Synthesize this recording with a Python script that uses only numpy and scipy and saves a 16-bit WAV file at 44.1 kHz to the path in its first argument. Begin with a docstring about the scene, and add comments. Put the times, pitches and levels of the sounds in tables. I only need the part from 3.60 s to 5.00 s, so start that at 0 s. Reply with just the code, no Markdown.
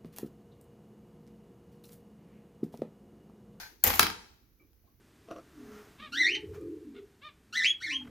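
"""A ratchet's last faint ticks, then the handle of a metal parking meter is let go in a quiet room.
A catch snaps free, the spring whirls the gears back, and the handle slams on its stop and bounces.
The cast case rings, the stand shudders, the room answers; a few faint handling sounds follow.
Contacts are bursts of shaped noise; ringing parts are sums of decaying modes."""
import sys
import numpy as np
from scipy import signal
from scipy.fft import rfft, irfft, next_fast_len
from scipy.io import wavfile
from scipy.ndimage import map_coordinates

SR = 44100
rng = np.random.default_rng(int(sys.argv[2]) if len(sys.argv) > 2 else 0)


def int16_out(signal):
    """Quantize to a 16-bit WAV file."""
    q = np.round(np.clip(np.atleast_2d(signal).T, -1, 1) * 32767)
    wavfile.write(sys.argv[1], SR, q.astype(np.int16))


N = 61739
ATTACK_S = 0.00034

# left-right likeness of near, diffuse and background sound: freq_hz, correlation
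NEAR_ALIKE = [(170, 0.98), (400, .6), (700, 0), (2000, .1), (6000, 0.51), (12000, 0.22)]
ROOM_ALIKE = [(170, 1), (400, .4), (900, 0), (12000, 0)]
FLOOR_ALIKE = [(120, .98), (400, .75), (1500, .3), (10000, .1)]


def amp(db):
    """Decibels to gain."""
    return 10 ** (np.asarray(db) / 20)


def unit(x):
    """Scale to rms 1."""
    return x / np.sqrt(np.mean(x ** 2) + 1e-20)


def along(points, hz):
    """Interpolate (freq_hz, value) points on a log axis."""
    freqs_hz, values = np.transpose(points)
    return np.interp(np.log(hz + 1), np.log(freqs_hz + 1), values)


def pan(db):
    """Stereo gains; positive is left."""
    return amp(np.array([[db], [-db]]) / 2)


def filtered(x, response):
    """Apply the gain response(hz)."""
    size = next_fast_len(N + SR // 2)
    return irfft(rfft(x, size) * response(np.fft.rfftfreq(size, 1 / SR)), size)[..., :N]


def noise(colour_db, alike):
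    """Stereo noise, rms 1, of given spectrum and left-right likeness."""
    def mid_side_gains(hz):
        angle = np.arccos(np.clip(along(alike, hz), -1, 1)) / 2
        return amp(colour_db(hz)) * [np.cos(angle), np.sin(angle)]
    mid, side = filtered(rng.standard_normal((2, N)), mid_side_gains)
    return unit(np.array([mid + side, mid - side]))


def struck(start_s, rise_s, t60_s):
    """Envelope of a blow."""
    t = np.maximum(np.arange(N) / SR - start_s, 0)
    return (1 - np.exp(-t / rise_s)) * amp(-60 * np.minimum(t / t60_s, 10))


def wobble(knots_per_s):
    """Smooth random curve, 0.5 s long."""
    return map_coordinates(rng.standard_normal(400), [np.arange(SR // 2) * knots_per_s / SR], mode="wrap")


def ring(modes, start_s, rise_s, spread, drift_rad, delay_cycles=0):
    """Decaying modes with drifting phase; spread scales the left-right phase offset."""
    t = np.arange(SR // 2) / SR
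    attack = 1 - np.exp(-t / rise_s)
    out = np.zeros((2, N + SR))
    for hz, db, t60_s in modes:
        scatter_db, lag = rng.standard_normal(2)
        phase = rng.uniform(0, 2 * np.pi) + drift_rad * wobble(knots_per_s=66)
        offset = np.array([[1], [-1]]) * lag * spread * min(hz / 1000, 1)
        envelope = attack * amp(db + scatter_db - 60 * t / t60_s)
        start = round((start_s + delay_cycles / hz) * SR)
        out[:, start:][:, :len(t)] += envelope * np.sin(2 * np.pi * hz * t + phase + offset)
    return out[:, :N]


def resonant(contacts, alike):
    """Brief contacts, each one resonant band of noise."""
    out = np.zeros((2, N))
    for start_s, db, centre_hz, halfwidth_oct, rise_s, t60_s in contacts:
        band_db = lambda hz: -20 * np.log10(1 + (np.log2((hz + 1) / centre_hz) / halfwidth_oct) ** 2)
        out += amp(db) * struck(start_s, rise_s, t60_s) * noise(band_db, alike)
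    return out


def room_tone():
    """Low rumble, stronger on the right, and faint hiss."""
    # background spectrum: freq_hz, density_db
    colour = [(15, -36), (25, -6), (69, 0), (160, -11.5), (227, -9), (399, -14.5), (648, -31), (2420, -31),
              (3260, -35), (4260, -33), (6380, -30.5), (7700, -48), (9050, -44.5), (12200, -25.5),
              (15500, -27.5)]
    # background balance: freq_hz, pan_db
    balance = [(60, -10), (300, 2), (1000, 0.5), (12000, 0.5)]
    tone = amp(-66.5) * noise(lambda hz: along(colour, hz), FLOOR_ALIKE)
    return filtered(tone, lambda hz: amp(np.array([[.5], [-.5]]) * along(balance, hz)))


def windup():
    """The ratchet ticks its last; the rattle of winding dies away."""
    # rattle spectrum: freq_hz, density_db
    colour = [(100, -5), (620, -9.5), (870, -0.5), (1150, -9), (1550, 0.5), (3200, -8.5), (4500, -4),
              (6600, -6), (7800, -19.5), (11000, -11.5), (13200, -8), (15700, -17), (16500, -40)]
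    # ratchet ticks: start_s, level_db
    clicks = [(.002, -51.5), (.032, -45), (.059, -50), (0.228, -60)]
    # ratchet modes: pitch_hz, level_db, t60_s
    modes = [(865, -5.5, 0.1), (1450, -4.5, .07), (1546, -0.5, 0.14), (1667, -1.5, 0.085), (2350, -4, .06),
             (4350, -1.5, .11), (5283, -10, .08), (6600, -10, .08)]
    decay_db_per_s = 146
    fade = amp(-43 - decay_db_per_s * np.arange(N) / SR)
    rattle = fade * noise(lambda hz: along(colour, hz), ROOM_ALIKE)
    ticks = sum(amp(db) * ring(modes, start_s, rise_s=.00056, spread=1, drift_rad=.27)
                for start_s, db in clicks)
    return pan(db=3.5) * (rattle + ticks)


def handling():
    """Faint knocks and rubs before and after the release."""
    # contacts: start_s, level_db, centre_hz, halfwidth_oct, rise_s, t60_s
    touches = [(.085, -61, 330, .4, .025, .6), (.196, -68, 4800, .5, .004, .2),
               (.996, -66, 2330, .04, .003, .21), (.997, -62, 290, .35, .012, .42),
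               (.996, -73, 1150, .12, .003, .2), (1.232, -70, 700, .3, .008, .38),
               (1.272, -68, 1120, .1, .012, .2), (1.25, -75, 3500, .9, .025, .3)]
    return pan(db=-.5) * resonant(touches, FLOOR_ALIKE)


def gears():
    """Teeth tick past unevenly as the spring unwinds."""
    # run-back envelope: time_s, level_db
    run = [(.232, -67.5), (.243, -29), (.262, -28.5), (.28, -27.5), (.295, -31), (.32, -38), (.345, -36.5),
           (.37, -38.5), (.392, -40.5), (.41, -71)]
    # gear spectrum: freq_hz, density_db
    colour = [(60, -32), (130, -19), (200, -7), (660, -7), (830, 7.5), (960, -1), (1100, 3), (1300, -5),
              (2100, -0.5), (3800, -8.5), (6500, -7), (8800, -16.5), (10500, -9), (12700, -1.5),
              (14400, -9.5), (15300, -7), (15900, -30)]
    teeth, teeth_per_s, scatter_db = 200, 330, 3
    run_s, run_db = np.transpose(run)
    t = np.arange(N) / SR
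    jitter, strength = rng.standard_normal((teeth, 2)).T
    tooth_s = run_s[0] + (np.arange(teeth) + .3 * jitter) / teeth_per_s
    ticks = np.bincount(np.clip(tooth_s * SR, 0, N - 1).astype(int), amp(scatter_db * strength), N)
    chatter = signal.fftconvolve(ticks, struck(0, ATTACK_S, t60_s=.025))[:N] * (t < run_s[-1])
    running = (t > run_s[0]) & (t < run_s[-1])
    chatter /= np.sqrt(np.mean(chatter[running] ** 2))
    envelope = amp(np.interp(t, run_s, run_db)) * chatter
    return pan(db=4) * envelope * noise(lambda hz: along(colour, hz), NEAR_ALIKE)


def catch():
    """Catch and pawl snap: bright cracks that ring the small steel parts."""
    # snaps: start_s, level_db, pan_db
    snaps = [(0.2385, -8, 5), (0.272, -15.5, 3.5), (.277, -19, 3.5), (.2995, -24.5, 7), (.3425, -28.5, 8.5),
             (.3518, -27, 2), (.357, -27, 3.5)]
    # snap spectrum: freq_hz, density_db
    colour = [(200, -37.5), (800, -21), (2900, -13), (3800, -16), (6200, -18.5), (7300, -6), (8600, -19.5),
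              (10200, -7), (11400, -14.5), (12200, -2), (13700, 2.5), (14500, -9), (15300, -8.5),
              (16800, -22.5)]
    # steel modes: pitch_hz, level_db, t60_s
    modes = [(12130, 0, .2), (12630, -2, .19), (13750, -2, .17), (15275, -4, .18)]
    out = np.zeros((2, N))
    for start_s, db, pan_db in snaps:
        crack = noise(lambda hz: along(colour, hz), NEAR_ALIKE) * struck(start_s, ATTACK_S, t60_s=.02)
        steel = amp(-23) * ring(modes, start_s, rise_s=.001, spread=.65, drift_rad=1)
        out += amp(db) * (pan(pan_db) * crack + pan(db=3.6) * steel)
    return out


def stops():
    """Handle and levers hit their stops: a crack, a hollow knock, a quieter ring of the case."""
    # blows: start_s, level_db, tilt_db_per_oct, pan_db
    blows = [(0.2398, -24, -3.5, 7), (0.2669, -22.5, -0.5, 4), (0.3027, -20, -5.5, 3),
             (0.3374, -26, -6, 4.5), (.394, -4.5, -1, 2.5), (0.4077, -21.5, 1.5, 5),
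             (0.4289, -14.5, -2.5, 0), (0.4665, -23, -4.5, 6), (.5005, -32.5, -5, 10),
             (1.131, -67, -1.5, 6)]
    # crack spectrum: freq_hz, density_db
    colour = [(60, -27.5), (200, -15.5), (600, -17.5), (770, -4.5), (1450, -4), (2000, -4.5), (2500, -5.5),
              (3250, -4), (3650, -14), (4000, -5.5), (5300, -8), (6300, -11.5), (7000, -9.5), (8000, -17.5),
              (10500, -7.5), (13500, -5), (14700, -11), (15600, -9), (16500, -25.5)]
    # case modes: pitch_hz, level_db, t60_s
    modes = [(178, -7, .25), (232, -13, .28), (322, -13, .35), (436, -7, .18), (730, -3, .12), (803, 1, .1),
             (904, -5, .43), (992, -8, .28), (1040, -1, .11), (1337, 0, .15), (1420, 0, .09),
             (1610, -1, .08), (1765, -2, .17), (2318, -1, .09), (3126, -6, .08), (3833, -7, .15),
             (3965, -2, .08), (4440, -5, .08), (4935, -4, .11), (5305, -5, .09), (10950, -9, .16)]
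    knock_t60_s = .032  # damped by the contact
    damped = [(hz, db, knock_t60_s) for hz, db, _ in modes]
    out = np.zeros((2, N))
    for start_s, db, tilt_db_per_oct, pan_db in blows:
        tilted_db = lambda hz: along(colour, hz) + tilt_db_per_oct * np.log2(1 + hz / 1500)
        crack = noise(tilted_db, NEAR_ALIKE) * struck(start_s, ATTACK_S, t60_s=.021)
        # low modes arrive later
        knock = ring(damped, start_s, rise_s=.00057, spread=.79, drift_rad=1, delay_cycles=1.6)
        tail = ring(modes, start_s, rise_s=.003, spread=.8, drift_rad=1, delay_cycles=1.6)
        out += amp(db) * pan(pan_db) * (crack + amp(-16.5) * knock + amp(-25.5) * tail)
    return out


def levers():
    """Loose levers ping and knock in passing."""
    # pings: start_s, level_db, centre_hz, halfwidth_oct, rise_s, t60_s
    pings = [(.247, -31, 495, .08, .004, .13), (.283, -30, 850, .06, .004, .12),
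             (.334, -27, 2230, .06, .003, .05), (.407, -24, 5000, .025, .003, .04)]
    return pan(db=5) * resonant(pings, NEAR_ALIKE)


def stand():
    """The meter shudders on its stand as the spring lets go and stops."""
    # jolts: start_s, level_db
    jolts = [(.251, -28), (.394, -36.5), (.552, -50.5)]
    # stand modes: pitch_hz, level_db, t60_s
    modes = [(47.7, -6.5, 0.49), (83, -1.5, 0.39), (96, -9.5, 0.44), (227.6, -7.5, 0.37), (322, -11.5, .3),
             (486.5, -1.5, .22)]
    return sum(amp(db) * ring(modes, start_s, rise_s=.014, spread=.13, drift_rad=.083)
               for start_s, db in jolts)


def reverb(x, decay, delay_s):
    """Diffuse tail, fed equally on both sides; decay sets t60 by frequency."""
    # tail spectrum: freq_hz, density_db
    colour = [(100, -8), (300, 1.5), (1000, -4), (5000, -1), (9000, 1.5), (13000, -6), (15500, -4.5),
              (16200, -28)]
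    diffuse = noise(lambda hz: along(colour, hz), ROOM_ALIKE)
    hz, t, spectra = signal.stft(diffuse, SR, nperseg=256)
    tail = signal.istft(spectra * amp(-60 * t / along(decay, hz)[:, None]), SR, nperseg=256)[1]
    tail /= np.linalg.norm(tail[0])
    delayed = np.pad(tail, ((0, 0), (round(delay_s * SR), 0)))
    centred = np.sqrt(np.mean(x ** 2)) * np.array([unit(side) for side in x])
    return signal.fftconvolve(centred, delayed, axes=1)[:, :N]


def room(parts):
    """The near room answers each part; the far room rings longer and softer."""
    # near and far decay: freq_hz, t60_s
    near_decay = [(100, 0.36), (400, 0.26), (1000, .33), (5000, 0.29), (8000, 0.092), (14000, .22)]
    far_decay = [(100, 1), (1000, .62), (5000, 0.66), (9000, .55), (14000, 0.29)]
    near = sum(reverb(part, near_decay, delay_s=.007) for part in parts)
    far = reverb(sum(parts), far_decay, delay_s=.02)
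    return amp(-8) * pan(db=1.5) * near + amp(-18.5) * pan(db=2) * far


def scene():
    """The mechanism and its reverb, with the quieter sounds, over room tone."""
    mechanism = [catch(), gears() + levers(), stops()]
    return sum(mechanism) + room(mechanism) + handling() + stand() + windup() + room_tone()


def record(dry):
    """Soft peak limit, then a brick-wall low-pass."""
    ceiling, cutoff_hz = .9, 16900
    rounded = dry / (1 + np.abs(dry / ceiling) ** 6) ** (1 / 6)
    return filtered(rounded, lambda hz: hz < cutoff_hz)


dry = scene()
out = record(dry)
int16_out(out)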